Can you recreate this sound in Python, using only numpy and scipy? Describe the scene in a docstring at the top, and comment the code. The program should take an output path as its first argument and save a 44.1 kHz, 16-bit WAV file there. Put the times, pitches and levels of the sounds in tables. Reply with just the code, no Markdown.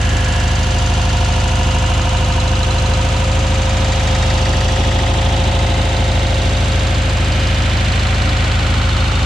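"""Open engine bay, heard from very close: an air-cooled flat-four petrol engine idles fast.
Four exhaust puffs a cycle throb through silencer resonances; the cooling fan hums and whines as sines locked
to the crank. Valve gear clatters as banded noise patterns that recur each cycle and slowly change.
Pistons knock and valves and two loose tappets strike as clicks into resonances; cooling air rushes low.
The microphone drifts slowly over the engine, so parts come forward and recede."""
import sys
import numpy as np
from scipy import signal
from scipy.io import wavfile
from scipy.ndimage import map_coordinates

SR = 44100
rng = np.random.default_rng(int(sys.argv[2]) if len(sys.argv) > 2 else 0)


def transcribe(u):
    """Save the signal u as a 16-bit wav file named by the first command-line argument.

    u: samples, shape (n,) or (channels, n), limited to [-1, 1]; the rate is SR.
    q: integer samples, one column per channel.
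    """
    v = np.clip(np.atleast_2d(u).T, -1, 1)
    q = np.round(v * 32767).astype(np.int16)
    wavfile.write(sys.argv[1], SR, q)


N = 407925

# Exhaust puffs reaching the silencer. Each row: place in the two-turn cycle (0-1), relative strength.
EXHAUST_PUFFS = [(0.052, 1.315), (0.256, 0.56), (0.558, 0.99), (0.744, 1.267)]
# Silencer and pipe resonances. Each row: centre in Hz, width in Hz, signed gain.
SILENCER_MODES = [(38, 8.3, -0.023), (56.3, 11.5, -0.07), (93.2, 45.7, -0.064), (111.75, 8.63, 0.21),
                  (166.6, 5, 0.025), (217.6, 113, 0.0047)]
# Side of the exhaust. Each row: time in seconds, left minus right in dB.
EXHAUST_SIDE = [(0, -.45), (2, -.4), (5.5, .3), (9.25, .3)]


def exhaust(cycle, cycle_hz, outlet_hz=35.8, uneven_db=0.48, order_count=22):
    """Puff train summed by order through the silencer modes; the outlet radiates little deep bass."""
    place, strength = np.transpose(EXHAUST_PUFFS)
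    turn = np.exp(2j * np.pi * cycle)
    out, wave = 0, 1
    for order in range(1, order_count + 1):
        hz = order * cycle_hz
        wave = wave * turn
        pipe = sum(gain / (1 + 1j * (hz * hz - mode_hz * mode_hz) / (hz * width_hz))
                   for mode_hz, width_hz, gain in SILENCER_MODES)
        puffs = np.sum(strength * np.exp(-2j * np.pi * order * place))
        outlet = (hz / (hz - 1j * outlet_hz)) ** 2
        out = out + (wave * (puffs * pipe * outlet)).real
    uneven_burn = from_db(uneven_db * drift(40))
    return out * uneven_burn * pan(in_time(EXHAUST_SIDE))


# Clatter colour. Each row: frequency in Hz, relative density in dB per Hz.
CLATTER_COLOUR = [(170, -8), (265, -1.5), (420, -4.5), (520, -1.5), (740, -2), (1100, -7), (1600, -4),
                  (1900, -8.5), (2900, -5.5), (5000, -14.5), (7000, -15), (9000, -28.5), (11500, -39.5),
                  (14500, -48)]
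# Parts passed by the microphone: cooling air, blower housing, fan shroud, fan intake, valve gear,
# crankcase top, left cylinders' hiss.
# Each row: centre in Hz, spread in octaves, gain in dB, closest in seconds, dwell in seconds.
PART_PASSES = [(315, 0.7, 3.5, 5.6, 3.1), (770, 0.29, 2.5, 5.6, 0.66), (1580, 0.68, 4, 8.5, 1.6),
               (750, 0.19, 2, 8.9, 1.4), (3120, 0.24, 1.8, 11.5, 6.4), (5000, 0.95, 2, 4.15, 0.48),
               (9000, 0.68, 1.5, 0.7, 2.2)]
# Stereo likeness. Each row: frequency in Hz, left-right correlation (clipped to -1..1 in use).
STEREO_LIKENESS = [(150, 0.4), (320, 1.13), (640, 0.66), (1300, 0.03), (3000, 0.78), (5000, 0.5), (7000, 0),
                   (12000, -0.5)]
# Stereo balance, also for the knocks. Each row: frequency in Hz, left minus right in dB.
STEREO_BALANCE = [(200, -2), (600, 5), (950, -7.5), (1400, -1), (2000, -1.5), (3500, -0.5), (6000, -1),
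                  (8500, 5), (13000, 4)]
# Crankcase and cooling-tin modes.
# Each row: centre in Hz, width in Hz, level in dB, closest in seconds, dwell in seconds.
TIN_MODES = [(800, 120, -12, 5.3, 1.1), (960, 390, -5.5, 2.3, 2.3), (1247, 63, 2, 4.8, 1.8),
             (1270, 43, -7, 7, 0.61), (1690, 150, 4.5, 0.17, 0.46), (2840, 190, 1, 1.5, 1.5),
             (3340, 80, 1, 5.05, 0.39), (3780, 540, -5, 5.52, 0.38), (5640, 300, -3, 4.7, 0.39),
             (6400, 400, -3, 2.1, 4.3), (8000, 540, -36, 3.5, 0.49), (10150, 510, 2, 1.3, 9.1)]


def clatter(cycle, level_db=-22.5, memory_at_1khz_cycles=13.05, loose_hz=6400.0, repeat_share=1.0,
            turbulent_hz=580.0, patchy_db=.5, flutter_db=0.15):
    """Valve gear, pistons and air: middle bands mostly repeat each cycle, low rush and high hiss are fresh noise."""
    centre_hz, spread_octaves = np.transpose(PART_PASSES)[:2]
    nearness_db = np.array([db * passing(closest_s, dwell_s) for _, _, db, closest_s, dwell_s in PART_PASSES])
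    edges_hz = np.geomspace(160, 16000, 21)
    hiss = rng.standard_normal((2, 2, N))
    flutter = flutter_db * drift(35)  # common to all bands
    out = 0
    for k, (low_hz, high_hz) in enumerate(zip(edges_hz, edges_hz[1:])):
        hz = np.sqrt(low_hz * high_hz)
        share = repeat_share / (1 + (hz / loose_hz) ** 2 + (turbulent_hz / hz) ** 2)
        share = np.clip(share, 0, 1)
        # short waves change pattern soonest as the microphone moves
        rattle = repeating_rattle(cycle, memory_at_1khz_cycles * 1000 / hz)
        drive = np.sqrt(share) * rattle + np.sqrt(1 - share) * hiss[k % 2]
        drive = drive * stroke_envelope(cycle, hz)
        band = signal.butter(2, [low_hz, high_hz], "band", fs=SR, output="sos")
        mid, side = signal.sosfilt(band, drive)
        root_width = np.sqrt(high_hz - low_hz)
        mid, side = root_width * rms_one(mid), root_width * rms_one(side)
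        near_db = np.exp(-.5 * (np.log2(hz / centre_hz) / spread_octaves) ** 2) @ nearness_db
        gain = from_db(at_hz(CLATTER_COLOUR, hz) + near_db + patchy_db * drift(1.56) + flutter)
        alike = np.clip(at_hz(STEREO_LIKENESS, hz), -1, 1)
        pair = np.sqrt(1 + alike) * mid + np.sqrt(1 - alike) * side * [[1], [-1]]
        out = out + gain * pair * pan(at_hz(STEREO_BALANCE, hz))
    tins = sum(from_db(db) * passing(closest_s, dwell_s) * resonate(out, hz, width_hz)
               for hz, width_hz, db, closest_s, dwell_s in TIN_MODES)
    return from_db(level_db) * rms_one(engine_bay(out + tins))


def repeating_rattle(cycle, memory_cycles, size=40):
    """Two fine contact patterns, recurring every cycle, that turn into new ones over memory_cycles."""
    steps, count = int(N / cycle[-1]), int(cycle[-1]) + 1
    patterns = rng.standard_normal((2, size, 4096), dtype=np.float32)[:, :, :steps]
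    progress = np.arange(count)[:, None] / max(memory_cycles, count / size)
    blend = np.exp(-(progress + 1 - np.arange(size)) ** 2)
    blend /= np.linalg.norm(blend, axis=1, keepdims=True)
    unrolled = (blend.astype(np.float32) @ patterns).reshape(2, -1)
    return unrolled[:, (cycle * steps).astype(int)]


# Rattles and rushes of each cycle. Each row: place in the cycle (0-1), rise in cycles, decay in cycles,
# level over the steady churn in dB, centre in Hz, spread in octaves.
CYCLE_STROKES = [(.18, 0.014, 0.069, 5.5, 6560, 0.33), (.19, 0.016, 0.23, 1.5, 1660, 0.19),
                 (.35, 0.0084, 0.031, -8.5, 1800, 1.3), (.355, .012, 0.043, 4, 10000, 0.76),
                 (.5, 0.029, 0.025, -6, 3240, 1), (.69, 0.016, 0.22, -4, 1810, 0.26),
                 (.71, 0.08, 0.047, 5.5, 9350, 0.79), (.73, 0.22, 0.013, 2, 265, 0.36),
                 (.925, 0.007, 0.018, 2.5, 4500, 0.74), (.935, 0.018, 0.099, -5, 1370, 0.33)]


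def stroke_envelope(cycle, hz, size=512):
    """Swell and decay of one cycle's rattles in the band at hz; rms 1 over the cycle."""
    grid, power = np.linspace(0, 1, size), 1
    for place, rise, decay, db, centre_hz, spread_octaves in CYCLE_STROKES:
        since = (grid - place + .5) % 1 - .5
        shape = np.exp(np.where(since < 0, -(since / rise) ** 2, -since / decay))
        colour = np.exp(-.5 * (np.log2(hz / centre_hz) / spread_octaves) ** 2)
        power = power + shape * from_db(db) ** 2 * colour
    return np.interp(cycle % 1, grid, rms_one(np.sqrt(power)))


def engine_bay(x, echo_db=-19.5, nearest_s=.003, farthest_s=.016, sway_s=0.00018, count=6):
    """Steel walls return early echoes whose paths slowly change: a fine, moving comb."""
    out, now = x, np.arange(N)
    for k, lag_s in enumerate(np.geomspace(nearest_s, farthest_s, count)):
        sent = (now - SR * (lag_s + sway_s * drift(.6))).astype(int).clip(0, N - 1)
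        out = out + (-1) ** k * from_db(echo_db - k) * x[:, sent]  # later echoes weaker
    return out


# Fan and drive tones. Each row: beats per cycle, level at the closest point in dB, closest in seconds,
# dwell in seconds, lag of the right side in radians, roughness (0-1).
FAN_TONES = [(40, -27.8, 4.1, 2.4, 0.47, .2), (55, -33.5, 1.0, 1.5, 1, .5),
             (56, -34.8, 4.9, 1.1, 0.23, .55), (52, -36.5, 5.9, 1.1, 0.51, .4),
             (74, -36.8, 1.8, 1.2, .9, .45), (70, -40, 2.9, 2.0, .6, .5), (68, -39.5, 4.8, .9, .6, .5),
             (64, -38, 5.5, .8, .5, .55), (60, -40.5, 5.2, .7, .5, .7)]


def fan(cycle, throb=0.13, gusts_per_s=45.0):
    """Crank-locked hum and whines fall off with distance, swell four times a cycle, roughened by eddies."""
    out = 0
    for beats, db, closest_s, dwell_s, right_lag_rad, rough in FAN_TONES:
        distance = np.hypot(1, (np.arange(N) / SR - closest_s) / dwell_s)
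        eddies = rough * drift(gusts_per_s)
        tone = blade_tone(beats * cycle + eddies / (2 * np.pi), right_lag_rad)
        level_wobble = 1 + .5 * eddies[::-1]  # reversed: independent of the phase wobble
        out = out + from_db(db) / distance * level_wobble * tone
    return out * (1 + throb * np.cos(8 * np.pi * cycle))


def blade_tone(beats, right_lag_rad):
    """Sine counted in beats, reaching the right side later; rms 1."""
    return np.sqrt(2) * np.sin(2 * np.pi * beats - np.array([[0], [right_lag_rad]]))


# Combustion and piston knocks, each in its own part of the casing; the last row is a sharp tappet tick near 4
# kHz. # Each row: place in the cycle (0-1), centre in Hz, width in Hz, peak in dB, closest in seconds, dwell in
# seconds.
CASING_KNOCKS = [(.92, 960, 83, -25, 1.84, 2.2), (.905, 1475, 310, -20.5, 2.1, 2),
                 (0.3, 1420, 130, -29, 1, 1.1), (.205, 1240, 86, -27.5, 3, 1.7),
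                 (0.8, 813, 160, -26, 5.2, 1.8), (.345, 883, 230, -22, 5.4, 1.3),
                 (.17, 1225, 180, -25, 8.5, 1.5), (0.91, 1300, 150, -22.5, 8.7, 2.3),
                 (0.4, 3000, 370, -31, 9.3, 1.3), (.17, 4030, 120, -23.5, 2.6, 0.62)]


def knocks(cycle, uneven_db=1.0, sides_db=9.0, jitter_s=0.000091):
    """Each knock swells and dies in a casing resonance, nearly the same from cycle to cycle."""
    out = 0
    for place, hz, width_hz, db, closest_s, dwell_s in CASING_KNOCKS:
        at = once_a_cycle(cycle, place)
        at = (at + jitter_s * SR * rng.standard_normal(len(at))).astype(int)
        blows = clicks(at, db + uneven_db * rng.standard_normal(len(at))) * passing(closest_s, dwell_s)
        knock = resonate(resonate(blows + 1e-18, hz, width_hz), hz, width_hz)
        knock = knock * SR * np.e / (2 * np.pi * width_hz)  # unit click peaks at 1
        out = out + knock * pan(at_hz(STEREO_BALANCE, hz) + sides_db * drift(0.14))
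    return out


# Valves and rockers striking in turn. Each row: place in the cycle (0-1), level in dB, centre in Hz,
# spread in octaves, closest in seconds, dwell in seconds.
VALVE_STRIKES = [(.16, -31, 4220, 0.17, 8.5, 10), (.165, -31.5, 6970, 0.13, -2.5, 14),
                 (.2, -27, 1960, 0.22, 5, 1.6), (.33, -31.5, 2750, 0.47, 2.5, 10),
                 (.51, -29, 3080, 0.33, 9, 6.5), (.69, -28.5, 1950, .25, 7.5, 2.7),
                 (.8, -28, 3350, 0.27, 4.8, 3), (.915, -29.5, 2180, 0.61, 7.5, 3.3)]
# Touches of each closing valve or tappet. Each row: delay in seconds, level in dB.
CLOSING_BOUNCES = [(0, -4), (.0021, -3), (.0058, -4)]


def valves(cycle, t60_s=0.03, uneven_db=1.5, jitter_s=.00004, lobes_per_s=0.301, width=0.67, count=44):
    """Each valve rings many rocker-cover modes; their mix changes as the microphone drifts through lobes."""
    place, db, centre_hz, spread_octaves, closest_s, dwell_s = np.transpose(VALVE_STRIKES)[:, :, None, None]
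    delay_s, bounce_db = np.transpose(CLOSING_BOUNCES)
    # axes: valve, cycle, bounce
    s = np.array([once_a_cycle(cycle, p) for p in place.ravel()])[:, :, None] / SR + delay_s
    s = s + jitter_s * rng.standard_normal(s.shape)
    force = from_db(db + bounce_db + uneven_db * rng.standard_normal(s.shape))
    force = force * np.exp(-((s - closest_s) / dwell_s) ** 2)
    at = (s * SR).astype(int).clip(0, N).ravel()
    out = np.zeros((2, N))
    for hz in np.geomspace(1150, 8600, count) * rng.uniform(.98, 1.02, count):
        lobe_turns = lobes_per_s * rng.random(place.shape) * s + rng.random(place.shape)
        lobe = np.sqrt(2) * np.sin(2 * np.pi * lobe_turns)
        blows = force * lobe * np.exp(-.5 * (np.log2(hz / centre_hz) / spread_octaves) ** 2)
        mode = ring(np.bincount(at, blows.ravel(), N + 1)[:N], hz, t60_s)
        side_rad = np.pi / 4 + width * rng.standard_normal()
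        out[0] += np.sqrt(2) * np.cos(side_rad) * mode
        out[1] += np.sqrt(2) * np.sin(side_rad) * mode
    return out


# Modes struck by the loose tappets. Each row: frequency in Hz, level from the first tappet in dB,
# level from the second in dB, t60 in seconds, closest in seconds, dwell in seconds.
TAPPET_MODES = [(3620, -28, -22, 0.064, 9.3, 0.84), (3710, -21, -29, 0.038, 4.1, 0.57),
                (3750, -22, -23, 0.025, 6.23, 0.79), (4255, -25, -27, 0.041, 9.4, 2.9),
                (3980, -20, -39, 0.024, 8.4, .6), (4737, -27.5, -45, 0.06, 7.7, 1.2),
                (4650, -28, -43, 0.053, 4.3, 0.98), (4690, -26, -50, 0.032, 0.91, 1.5)]
# Closing places of the two loose tappets in the cycle (0-1).
TAPPET_PLACES = (.157, .655)


def tappets(cycle, uneven_db=-1.0, jitter_s=.00002, contact_hz=7360.0):
    """Each tappet closes with nearly the same bounces every cycle and rings the rocker cover in its own colour."""
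    delay_s, bounce_db = np.transpose(CLOSING_BOUNCES)
    touches = [once_a_cycle(cycle, place)[:, None] + delay_s * SR for place in TAPPET_PLACES]
    touches = [(at + jitter_s * SR * rng.standard_normal(at.shape)).astype(int) for at in touches]
    out = np.zeros((2, N))
    for hz, first_db, second_db, t60_s, closest_s, dwell_s in TAPPET_MODES:
        lobe = passing(closest_s, dwell_s)
        for channel in out:
            blows = 0
            for at, db in zip(touches, (first_db, second_db)):
                blow_db = db + bounce_db + uneven_db * rng.standard_normal(at.shape)
                blows = blows + clicks(at.ravel(), blow_db.ravel())
            channel += ring(lobe * blows, hz, t60_s)
    oil_film = signal.butter(2, contact_hz, fs=SR, output="sos")  # softens the blow
    return signal.sosfilt(oil_film, out)


def rumble(level_db=-33.5, low_hz=55.0, high_hz=226.0, apart_db=-14.5):
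    """Turbulent cooling air: soft low band of noise, nearly alike on both sides."""
    band = signal.butter(2, [low_hz, high_hz], "band", fs=SR, output="sos")
    mid, side = rms_one(signal.sosfilt(band, rng.standard_normal((2, N))))
    return from_db(level_db) * (mid + from_db(apart_db) * side * [[1], [-1]])


def from_db(db):
    """Decibels to gain."""
    return np.exp(np.asarray(db) * np.log(10) / 20)


def pan(left_minus_right_db):
    """Left and right gains for a level difference in dB."""
    return from_db(left_minus_right_db * np.array([[.5], [-.5]]))


def rms_one(x):
    """Scale to unit rms."""
    return x / np.sqrt(np.mean(x ** 2) + 1e-20)


def in_time(rows):
    """Curve of (seconds, value) rows, sample by sample."""
    s, value = np.transpose(rows)
    return np.interp(np.arange(N) / SR, s, value)


def at_hz(points, hz):
    """Read a spectrum on a log-frequency axis."""
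    point_hz, value = np.transpose(points)
    return np.interp(np.log(hz), np.log(point_hz), value)


def drift(rate_per_s):
    """Smooth random curve of spread about 1, changing about rate_per_s times a second."""
    knots = rng.standard_normal(1024)
    coarse = map_coordinates(knots, [np.linspace(0, rate_per_s * N / SR, 4096)], order=3, mode="wrap")
    return np.interp(np.arange(N), np.linspace(0, N, len(coarse)), coarse)


def passing(closest_s, dwell_s):
    """Strength of a part's or mode's lobe as the microphone drifts through it."""
    return np.exp(-((np.arange(N) / SR - closest_s) / dwell_s) ** 2)


def resonate(x, hz, width_hz):
    """Resonance with gain 1 on top."""
    r = np.exp(-np.pi * width_hz / SR)
    zeros = np.array([1, 0, -1]) * (1 - r * r) / 2
    return signal.lfilter(zeros, [1, -2 * r * np.cos(2 * np.pi * hz / SR), r * r], x)


def ring(blows, hz, t60_s):
    """A unit click sets a decaying sine of height 1 ringing."""
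    r = np.exp(-np.log(1000) / (t60_s * SR))
    w = 2 * np.pi * hz / SR
    return signal.lfilter([0, np.sin(w)], [1, -2 * r * np.cos(w), r * r], blows + 1e-18)


def once_a_cycle(cycle, place):
    """Samples at which the crank passes a place in its cycle."""
    return np.searchsorted(cycle, np.arange(int(cycle[-1]) + 1) + place)


def clicks(at, db):
    """Clicks of the given levels at the given samples."""
    return np.bincount(at.clip(0, N), from_db(db), N + 1)[:N]


# Engine speed, hunting a little as it creeps up. Each row: time in seconds, crankshaft speed in rpm.
CRANK_SPEED = [(0.0, 1547.4), (0.75, 1564.7), (1.15, 1553.1), (1.7, 1564.1), (2.4, 1559.3), (3.5, 1589.7),
               (4.6, 1569.9), (5.2, 1595.4), (6.35, 1589.7), (6.9, 1603.9), (7.15, 1590.4), (8.15, 1611.2),
               (9.25, 1596.1)]


def scene():
    """The crank drives all but the air rumble: one cycle is two turns."""
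    cycle_hz = in_time(CRANK_SPEED) / 120
    cycle = np.cumsum(cycle_hz) / SR
    engine = exhaust(cycle, cycle_hz.mean()) + clatter(cycle) + fan(cycle)
    strikes = knocks(cycle) + valves(cycle) + tappets(cycle)
    return engine + strikes + rumble()


def record(dry, cutoff_hz=15700):
    """Steep low-pass takes off the top."""
    return signal.sosfilt(signal.ellip(10, .1, 80, cutoff_hz, fs=SR, output="sos"), dry)


dry = scene()
out = record(dry)
transcribe(out)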